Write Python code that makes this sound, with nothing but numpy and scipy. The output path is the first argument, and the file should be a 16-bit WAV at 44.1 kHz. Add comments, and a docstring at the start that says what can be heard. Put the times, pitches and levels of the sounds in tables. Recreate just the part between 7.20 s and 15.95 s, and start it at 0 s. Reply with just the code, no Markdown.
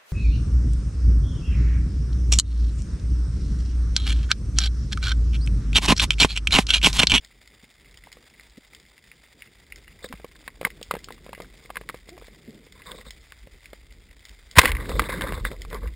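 """Speargun shot over a reef

Under water, close: a camera fixed to a diver's speargun. Reef shrimp, near and far, are clicks and grainy hiss;
water round the housing is swelling noise; air pockets are gliding tones. The gun ticks and rubs as bursts through
its resonances, then fires: a rasp, a falling recoil tone, and rattling in churned water.
One microphone, sampled slowly with every sample held, mirrors its band into the treble."""
import sys
import numpy as np
from scipy import signal
from scipy.fft import rfft, irfft, next_fast_len
from scipy.io import wavfile
from scipy.ndimage import map_coordinates

SR = 44100
rng = np.random.default_rng(int(sys.argv[2]) if len(sys.argv) > 2 else 0)


def to_wav(s):
    """Save 16-bit WAV."""
    ch = np.atleast_2d(s).T  # columns
    pcm = np.round(np.clip(ch, -1, 1) * 32767)  # PCM
    wavfile.write(sys.argv[1], SR, pcm.astype(np.int16))


N = 385875

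# Water past the housing, before its swells: time_s, rumble_db, gurgle_db
WATER_FLOW = [(0, -61.5, -65), (1.4, -59.5, -64.5), (2.25, -61.5, -62.5), (2.7, -53, -64),
              (3.7, -50.5, -54.5), (4.4, -55, -60), (5.2, -56.5, -58), (5.29, -58, -56), (5.5, -56, -59),
              (6.2, -51, -64), (7.38, -50, -64), (7.45, -37, -28), (7.56, -22, -50.5), (7.66, -39, -38),
              (7.76, -25, -37), (7.9, -39, -40.5), (8.12, -33.5, -42), (8.22, -25.5, -48),
              (8.36, -37.5, -47.5), (8.58, -38.5, -54), (8.68, -31, -52), (8.75, -40, -59)]
# Colour of the large eddies: frequency_hz, relative level_db_per_hz
RUMBLE_SPECTRUM = [(15, -59), (25, -9), (48, 10.5), (75, -0.5), (110, -10), (200, -73.5)]
# Colour of the small eddies: frequency_hz, relative level_db_per_hz
GURGLE_SPECTRUM = [(60, -42), (120, -2), (250, -6.5), (450, -9), (900, -33)]
# Far shrimp heard through the housing: frequency_hz, relative level_db_per_hz
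REEF_SPECTRUM = [(180, -15), (300, -23.5), (385, -6.5), (561, -2), (1120, -4.5), (1650, -1.5), (2090, 6),
                 (2900, -6.5), (3590, 3), (4280, -9), (4910, 3.5), (5360, -9), (6000, 13), (7800, -76),
                 (13200, -120)]
# Housing resonances, two dull then two bright: centre_hz, width_hz, relative level_db
HOUSING_MODES = [(2055, 194, -0.5), (2846, 190, -8.5), (3200, 910, -2), (5300, 440, 2)]
# Near shrimp, before the housing and a random tilt: start_s, level_db
NEAR_SNAPS = [(0.0475, -36), (0.2748, -37.5), (0.7732, -37.5), (0.8372, -40.5), (0.9173, -37),
              (0.9272, -33), (1.0996, -42), (1.1965, -39.5), (1.5482, -36), (1.5993, -38), (1.779, -41.5),
              (1.915, -40), (2.2213, -35), (2.5224, -34), (2.559, -34), (2.8883, -34.5), (3.503, -34),
              (3.6285, -37), (3.7898, -37.5), (3.8434, -37.5), (3.9227, -34), (4.149, -34), (4.2198, -32.5),
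              (4.8919, -33), (5.069, -41.5), (5.523, -36.5), (5.6191, -39), (5.9066, -30.5), (6.457, -34),
              (7.0524, -36), (7.093, -37), (7.3123, -33), (8.4185, -31.5), (8.5015, -36), (8.545, -32),
              (8.6738, -35.5)]
# Air shifting in a pocket, before flutter and waver: start_s, first_hz, last_hz, length_s, level_db
AIR_POCKETS = [(0.428, 130, 267, 0.016, -49), (1.373, 152, 280, 0.016, -42), (2.896, 254, 228, 0.03, -40.5),
               (4.888, 219, 467, 0.093, -47), (5.159, 483, 330, 0.021, -49), (5.268, 200, 231, 0.047, -42),
               (5.393, 230, 220, .025, -45), (7.435, 520, 480, 0.019, -21),
               (7.95, 177.5, 189, 0.049, -30.5), (8.12, 166, 187, 0.032, -35.5),
               (8.51, 443, 472, 0.058, -36.5), (8.63, 166, 199, 0.08, -41)]
# Resonances of barrel and handle: centre_hz, width_hz, relative level_db
GUN_MODES = [(190, 69, -0.5), (490, 100, -1), (1080, 240, -1), (1620, 280, -4), (2030, 230, -1)]
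# Resonances of the camera mount: centre_hz, width_hz, relative level_db
MOUNT_MODES = [(3600, 440, 0), (5150, 1200, -6)]
# Bright edge of a hard contact: centre_hz, width_hz, relative level_db
CLICK_MODE = [(4200, 23000, 0)]
# Slips and knocks: start_s, ring level_db, ring_hz, click over the ring_db
SLIPS_AND_KNOCKS = [(0.871, -32, 840, -30), (0.97, -36.5, 490, -20), (2.843, -26, 1750, -20),
                    (2.845, -22.5, 455, -9), (2.926, -19, 1130, -38), (2.938, -24, 199, -11),
                    (2.999, -30.5, 610, -35), (3.045, -22, 442, -32), (3.278, -18.5, 1830, -4),
                    (3.413, -16, 543, -28), (3.43, -24, 500, -26), (3.45, -5.5, 2040, -35),
                    (3.47, -20, 860, -28), (3.614, -27, 480, 0), (3.711, -7.5, 1210, -42),
                    (3.739, -17, 514, -2), (3.752, -18, 895, -40), (3.767, -23, 473, -27),
                    (3.886, -26, 1330, -40), (3.906, -25.5, 850, -36), (4.064, -29, 533, -31),
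                    (4.092, -28, 497, -31), (4.131, -22, 920, -5), (4.178, -29.5, 503, -37),
                    (4.202, -20, 490, -35), (4.503, -20.5, 790, -34), (4.557, -23, 1870, -21),
                    (4.569, -14, 1660, -35), (4.612, -25, 510, -35), (4.69, -20.5, 1870, -3),
                    (4.697, -16.5, 1260, -40), (4.744, -25.5, 490, -32), (4.889, -31.5, 480, -31),
                    (4.978, -30.5, 650, -25), (5.022, -32.5, 490, -33), (5.083, -33.5, 500, -30),
                    (5.468, -35, 397, -28), (5.717, -21, 3540, -22), (5.785, -33.5, 500, -12),
                    (5.812, -31, 2020, -15), (6.122, -31.5, 1500, 5.5), (6.272, -33.5, 516, -19),
                    (6.532, -23.5, 546, -30), (7.356, -18, 2010, -14), (7.437, -9, 1050, -30),
                    (7.448, -5, 2130, -30), (7.456, -2, 1940, -2.5), (7.478, -11.5, 2150, -17),
                    (7.498, -21, 1890, -8), (7.518, -11.5, 2120, 1.5), (7.551, -18, 1970, -3.5),
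                    (7.568, -21, 2110, -33), (7.694, -18.5, 424, 3), (7.717, -19.5, 1060, -8.5),
                    (7.795, -2.5, 1220, -44), (7.82, -16, 490, -3), (7.84, -22, 2080, -26),
                    (7.893, -15, 523, -12), (8.01, -13.5, 1750, -12), (8.02, -16, 3630, -1),
                    (8.123, -17, 487, 6), (8.251, -12, 1570, -7), (8.315, -21, 426, -33.5),
                    (8.45, -29, 1110, 3.5), (8.529, -21, 464, -40)]
# Spans in which the gun is handled: start_s, end_s
HANDLED_SPANS = [(2.8, 5.15), (7.5, 8.2)]
# Rubbing strokes: start_s, length_s, favoured_hz, gun drive_db, mount drive_db
RUB_STROKES = [(2.824, 0.051, 654, -46, -52.5), (3.444, 0.037, 1010, -32.5, -66),
               (3.703, 0.068, 880, -45, -67), (4.203, 0.037, 396, -44.5, -72),
               (5.543, 0.11, 1530, -56.5, -73), (5.656, 0.056, 1000, -42.5, -55.5),
               (5.706, 0.05, 710, -42, -58), (5.752, 0.097, 620, -53, -64), (5.851, 0.044, 710, -48, -58),
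               (7.494, 0.13, 1880, -39, -69), (7.59, 0.11, 1410, -41, -58.5), (7.681, 0.13, 590, -35, -53),
               (7.788, 0.12, 1500, -36.5, -52.5), (7.889, 0.12, 1680, -32.5, -53),
               (8.006, 0.12, 1270, -31, -54.5), (8.117, 0.11, 1010, -38.5, -53.5),
               (8.243, 0.057, 1920, -35.5, -48.5), (8.298, 0.075, 620, -43.5, -68),
               (8.505, 0.097, 940, -37.5, -65), (8.613, 0.086, 850, -44.5, -72)]
# Spear scraping out, bands slamming home, line paying out: time_s, drive_db before flutter
SHAFT_DRIVE = [(7.355, -47), (7.357, -38.5), (7.366, -22.5), (7.377, -15.5), (7.383, -24), (7.385, 5),
               (7.39, 3), (7.398, -21), (7.42, -27), (7.46, -32), (7.5, -32), (7.512, -50)]
# Camera swinging in the recoil: time_s, pitch_hz, level_db
RECOIL_SWING = [(7.3755, 125, -16), (7.379, 120, -7), (7.385, 85, -5), (7.39, 70, -3), (7.397, 55, -10),
                (7.406, 50, -30)]
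# Faint hiss of the outputs: frequency_hz, relative level_db_per_hz
OUTPUT_SPECTRUM = [(30, -2.5), (7000, -16), (11000, -41.5)]

REEF_HISS_DB, OUTPUT_HISS_DB = -56.5, -81.5
FAINT_TICK_DB, FAINT_CLICK_DB = -36, -19  # base level of small slips; their click over the ring
SHAKE_DB = -14.5  # barrel noise relative to a tick's ring
DRAG_DB, AIR_DB = -14.5, -15  # barrel noise and freed air relative to a stroke's gun drive
SLIPS_PER_S, SMOOTH_DRAG = 260, .5
BLIPS_PER_S = 200
KEPT_RATE_HZ, HOLD = 12000, 4  # kept samples a second; times each is repeated
TOP_HZ = 15900  # upper limit of the output


def amp(db):
    """Amplitude for a level in dB."""
    return 10 ** (np.asarray(db) / 20)


def unit(x):
    """x scaled to rms 1."""
    return x / np.sqrt(np.mean(x ** 2) + 1e-20)


def curves(rows, outside=-120.):
    """One value per sample for each column after the time."""
    s, *cols = np.transpose(rows)
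    return [np.interp(np.arange(N) / SR, s, c, outside, outside) for c in cols]


def wobble(rate):
    """A smooth random curve, rate knots a second."""
    knots = rng.standard_normal(int(N * rate / SR) + 4)
    return map_coordinates(knots, [np.arange(N) * rate / SR])


def filtered(x, response):
    """x times a complex response of frequency."""
    m = next_fast_len(N + SR // 2)
    return irfft(rfft(x, m) * response(np.fft.rfftfreq(m, 1 / SR)), m)[..., :N]


def noise(spectrum, force=1.):
    """Noise of rms 1, shaped in time by force, then coloured by (Hz, dB) points."""
    f, db = np.transpose(spectrum)
    colour = lambda hz: amp(np.interp(np.log(hz + 1), np.log(f), db))
    return unit(filtered(force * rng.standard_normal(N), colour))


def through(x, modes):
    """x ringing resonances of alternating sign, scaled so that white noise keeps its rms."""
    def gain(f):
        total = 0
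        for k, (centre, width, db) in enumerate(modes):
            loss = 1j * f * width
            total = total + (-1) ** k * amp(db) * loss / (centre ** 2 - f * f + loss)
        return total
    return filtered(x, gain) / np.sqrt(np.mean(np.abs(gain(np.arange(SR // 2))) ** 2))


def burst(t, t60):
    """Noise dying away by 60 dB in t60 seconds."""
    return amp(-60 * t / t60) * rng.standard_normal(len(t))


def grains(per_s, t60, spread_db, clump_db):
    """An envelope of rms 1: sudden grains of uneven size that come in clumps and die away."""
    starts = rng.random(N) < per_s / SR * amp(clump_db * wobble(30))
    sizes = amp(spread_db * rng.standard_normal(N))
    decay = amp(-60 / (abs(t60) * SR))
    return unit(signal.lfilter([1], [1, -decay], starts * sizes))


def water():
    """Large eddies buffet the housing in swells; smaller ones gurgle."""
    rumble_db, gurgle_db = curves(WATER_FLOW)
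    surge = wobble(8.3)  # shared by both
    rumble = amp(rumble_db + 2.5 * surge) * noise(RUMBLE_SPECTRUM)
    gurgle = amp(gurgle_db + 1.0 * surge + 3.35 * wobble(25)) * noise(GURGLE_SPECTRUM)
    return rumble + gurgle


def shrimp():
    """Each snap is a click with a scattered tail off the reef, dull or bright; countless far ones merge into hiss."""
    t = np.arange(SR // 14) / SR
    clicks = np.zeros((2, N + SR))  # dull, bright
    tail = amp(-60 * t / 0.007) + amp(-18 - 60 * t / 0.098)
    shape = (1 - np.exp(-t / 0.00021)) * tail
    far = rng.random((1100, 2))
    crowd = np.c_[far[:, 0] * N / SR, -61 - 4.5 * np.log(far[:, 1] + .025)]  # start_s, level_db
    for s, db in [*NEAR_SNAPS, *crowd]:
        tilt_db = rng.normal(0, 4.3) * np.array([[1], [-1]])
        clicks[:, round(s * SR):][:, :len(t)] += amp(db + tilt_db) * shape * rng.standard_normal(len(t))
    crackle = .55 + grains(350, t60=.02, spread_db=5, clump_db=3)
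    hiss = amp(REEF_HISS_DB + .8 * wobble(2.73)) * noise(REEF_SPECTRUM, crackle)
    dull = amp(-1.0) * through(clicks[0, :N], HOUSING_MODES[:2])
    bright = amp(-0.5) * through(clicks[1, :N], HOUSING_MODES[2:])
    return hiss + dull + bright


def bubbles():
    """Short soft tones that glide and waver as the air pocket changes size."""
    out, waver, flutter_db = np.zeros(N), wobble(90), 3 * wobble(80)
    for s, first_hz, last_hz, length, db in AIR_POCKETS:
        u = np.linspace(0, 1, round(length * SR))
        here = slice(round(s * SR), round(s * SR) + len(u))
        hz = (first_hz + (last_hz - first_hz) * u) * (1 + 0.11 * waver[here])
        phase = 2 * np.pi * np.cumsum(hz) / SR
        tone = np.sin(phase) + amp(-10.5) * np.sin(2 * phase)
        out[here] += amp(db + flutter_db[here]) * np.sin(np.pi * u) * tone
    return out


def gun_modes(forces, order=1):
    """One force for each resonance of the gun, as no contact drives them all alike; a higher order rings purer."""
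    out = np.zeros(N)
    for force, (hz, width, db) in zip(forces, GUN_MODES):
        for _ in range(order):
            force = through(force, [(hz, width * np.sqrt(order), 0)])
        out = out + amp(db) * force
    return out


def reach(hz, fall_db):
    """How well a contact that favours hz drives each resonance, falling off by the octave."""
    octaves = np.abs(np.log2(np.array(GUN_MODES)[:, :1] / hz))
    return amp(-fall_db * octaves)


def faint_ticks(count):
    """Rows of small slips scattered over the handled spans, each ringing near one resonance of the gun."""
    when, which, pitch, size = rng.random((count, 4)).T
    starts, ends = np.transpose(HANDLED_SPANS)
    span = np.arange(count) % len(HANDLED_SPANS)
    start_s = starts[span] + when * (ends - starts)[span]
    mode = 1 + (which * (len(GUN_MODES) - 1)).astype(int)  # the lowest one is left out
    hz = np.array(GUN_MODES)[mode, 0] * (.9 + .2 * pitch)
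    after_shot_db = 10.0 * span  # the later span is louder
    level_db = FAINT_TICK_DB + after_shot_db - 8.0 * size
    return np.c_[start_s, level_db, hz, np.full(count, FAINT_CLICK_DB)]


def ticks():
    """Each slip clicks, briefly rings one part of the gun and shakes the resonances near it."""
    t = np.arange(SR // 16) / SR
    ring, edge = np.zeros((2, N + SR))
    barrel = np.zeros((len(GUN_MODES), N + SR))
    for s, db, hz, click_db in [*SLIPS_AND_KNOCKS, *faint_ticks(count=56)]:
        here = slice(round(s * SR), round(s * SR) + len(t))
        t60 = 0.0089 * (1000 / hz) ** 0.039
        onset = 1 - np.exp(-t / 0.00021)
        ring[here] += amp(db - 60 * t / t60) * onset * np.sin(2 * np.pi * hz * t)
        barrel[:, here] += amp(db + SHAKE_DB) * reach(hz, fall_db=4.0) * burst(t, 0.03)
        edge[here] += amp(db + click_db) * burst(t, 0.0022)
    return ring[:N] + gun_modes(barrel[:, :N]) + through(edge[:N], CLICK_MODE)


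def blips(length, hz, count):
    """A stretch of small freed bubbles: short tones near hz that rise as they die."""
    t = np.arange(SR // 50) / SR
    out = np.zeros(round(length * SR) + len(t))
    for start, (pitch, size) in zip(rng.random(count), rng.standard_normal((count, 2))):
        f = hz * np.exp(.45 * pitch)
        tone = np.sin(2 * np.pi * f * t * (1 + 0.006 * f * t)) * (1 - np.exp(-t * f / 4.4))
        out[int(start * length * SR):][:len(t)] += amp(4 * size - 60 * t * f / 24) * tone
    return out[:round(length * SR)]


def rubbing():
    """Glove, line and slack rubber drag on the gun in tiny slips; each stroke bites fast, fades and frees air."""
    slips = SMOOTH_DRAG + grains(SLIPS_PER_S, t60=.03, spread_db=4, clump_db=2)
    # one noise for the mount, then one for each gun resonance
    grips = [unit(amp(3.0 * wobble(70)) * rng.standard_normal(N)) for _ in range(len(GUN_MODES) + 1)]
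    gun = np.zeros((len(GUN_MODES), N))
    mount, air = np.zeros((2, N))
    for s, length, hz, gun_db, mount_db in RUB_STROKES:
        u = np.linspace(0, 1, round(length * SR))
        here = slice(round(s * SR), round(s * SR) + len(u))
        stroke = np.minimum(u / 0.1, 1) * (1 - u ** 2.5) * unit(slips[here])
        gun[:, here] += amp(gun_db) * reach(hz, fall_db=6.0) * stroke
        mount[here] += amp(mount_db) * stroke
        air[here] += amp(gun_db) * stroke * blips(length, hz, count=round(BLIPS_PER_S * length))
    gun_drag = amp(DRAG_DB) * gun_modes(gun * grips[1:], order=2)
    mount_drag = through(through(mount * grips[0], MOUNT_MODES), MOUNT_MODES)
    return gun_drag + mount_drag + amp(AIR_DB) * air


def shot():
    """The spear rasps along the barrel as noise while the recoil swings the camera in a brief falling tone."""
    rasp = amp(curves(SHAFT_DRIVE)[0] + 4.8 * wobble(300)) * rng.standard_normal(N)
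    barrel = gun_modes(amp(-2.5) * reach(1700, fall_db=5.0) * rasp)
    edge = amp(-3.0) * through(rasp, CLICK_MODE)
    hz, db = curves(RECOIL_SWING)
    swing = -amp(db) * np.sin(2 * np.pi * np.cumsum(np.maximum(hz, 0)) / SR)
    return barrel + edge + swing


def scene():
    """All the sources summed, the same on both channels."""
    mono = water() + shrimp() + bubbles() + ticks() + rubbing() + shot()
    return np.tile(mono, (2, 1))


def record(dry):
    """One microphone, sampled slowly and clipped; holding every sample mirrors the band round the sampling rate."""
    edge = lambda hz: np.clip((KEPT_RATE_HZ / 2 - hz) / 400, 0, 1)
    band = filtered(dry[0], lambda hz: edge(hz) / (1 + (hz / 5500) ** 16))
    kept = signal.resample(band, round(N * KEPT_RATE_HZ / SR))
    kept = kept / (1 + np.abs(kept / .92) ** 8) ** (1 / 8)  # rounded clipping
    held = signal.resample(np.repeat(kept, HOLD), N)
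    apart = amp(OUTPUT_HISS_DB) * noise(OUTPUT_SPECTRUM)  # faint hiss, opposite in the two outputs
    outputs = np.array([held + apart, held - apart])
    return filtered(outputs, lambda hz: 1 / (1 + (hz / TOP_HZ) ** 60))


dry = scene()
out = record(dry)
to_wav(out)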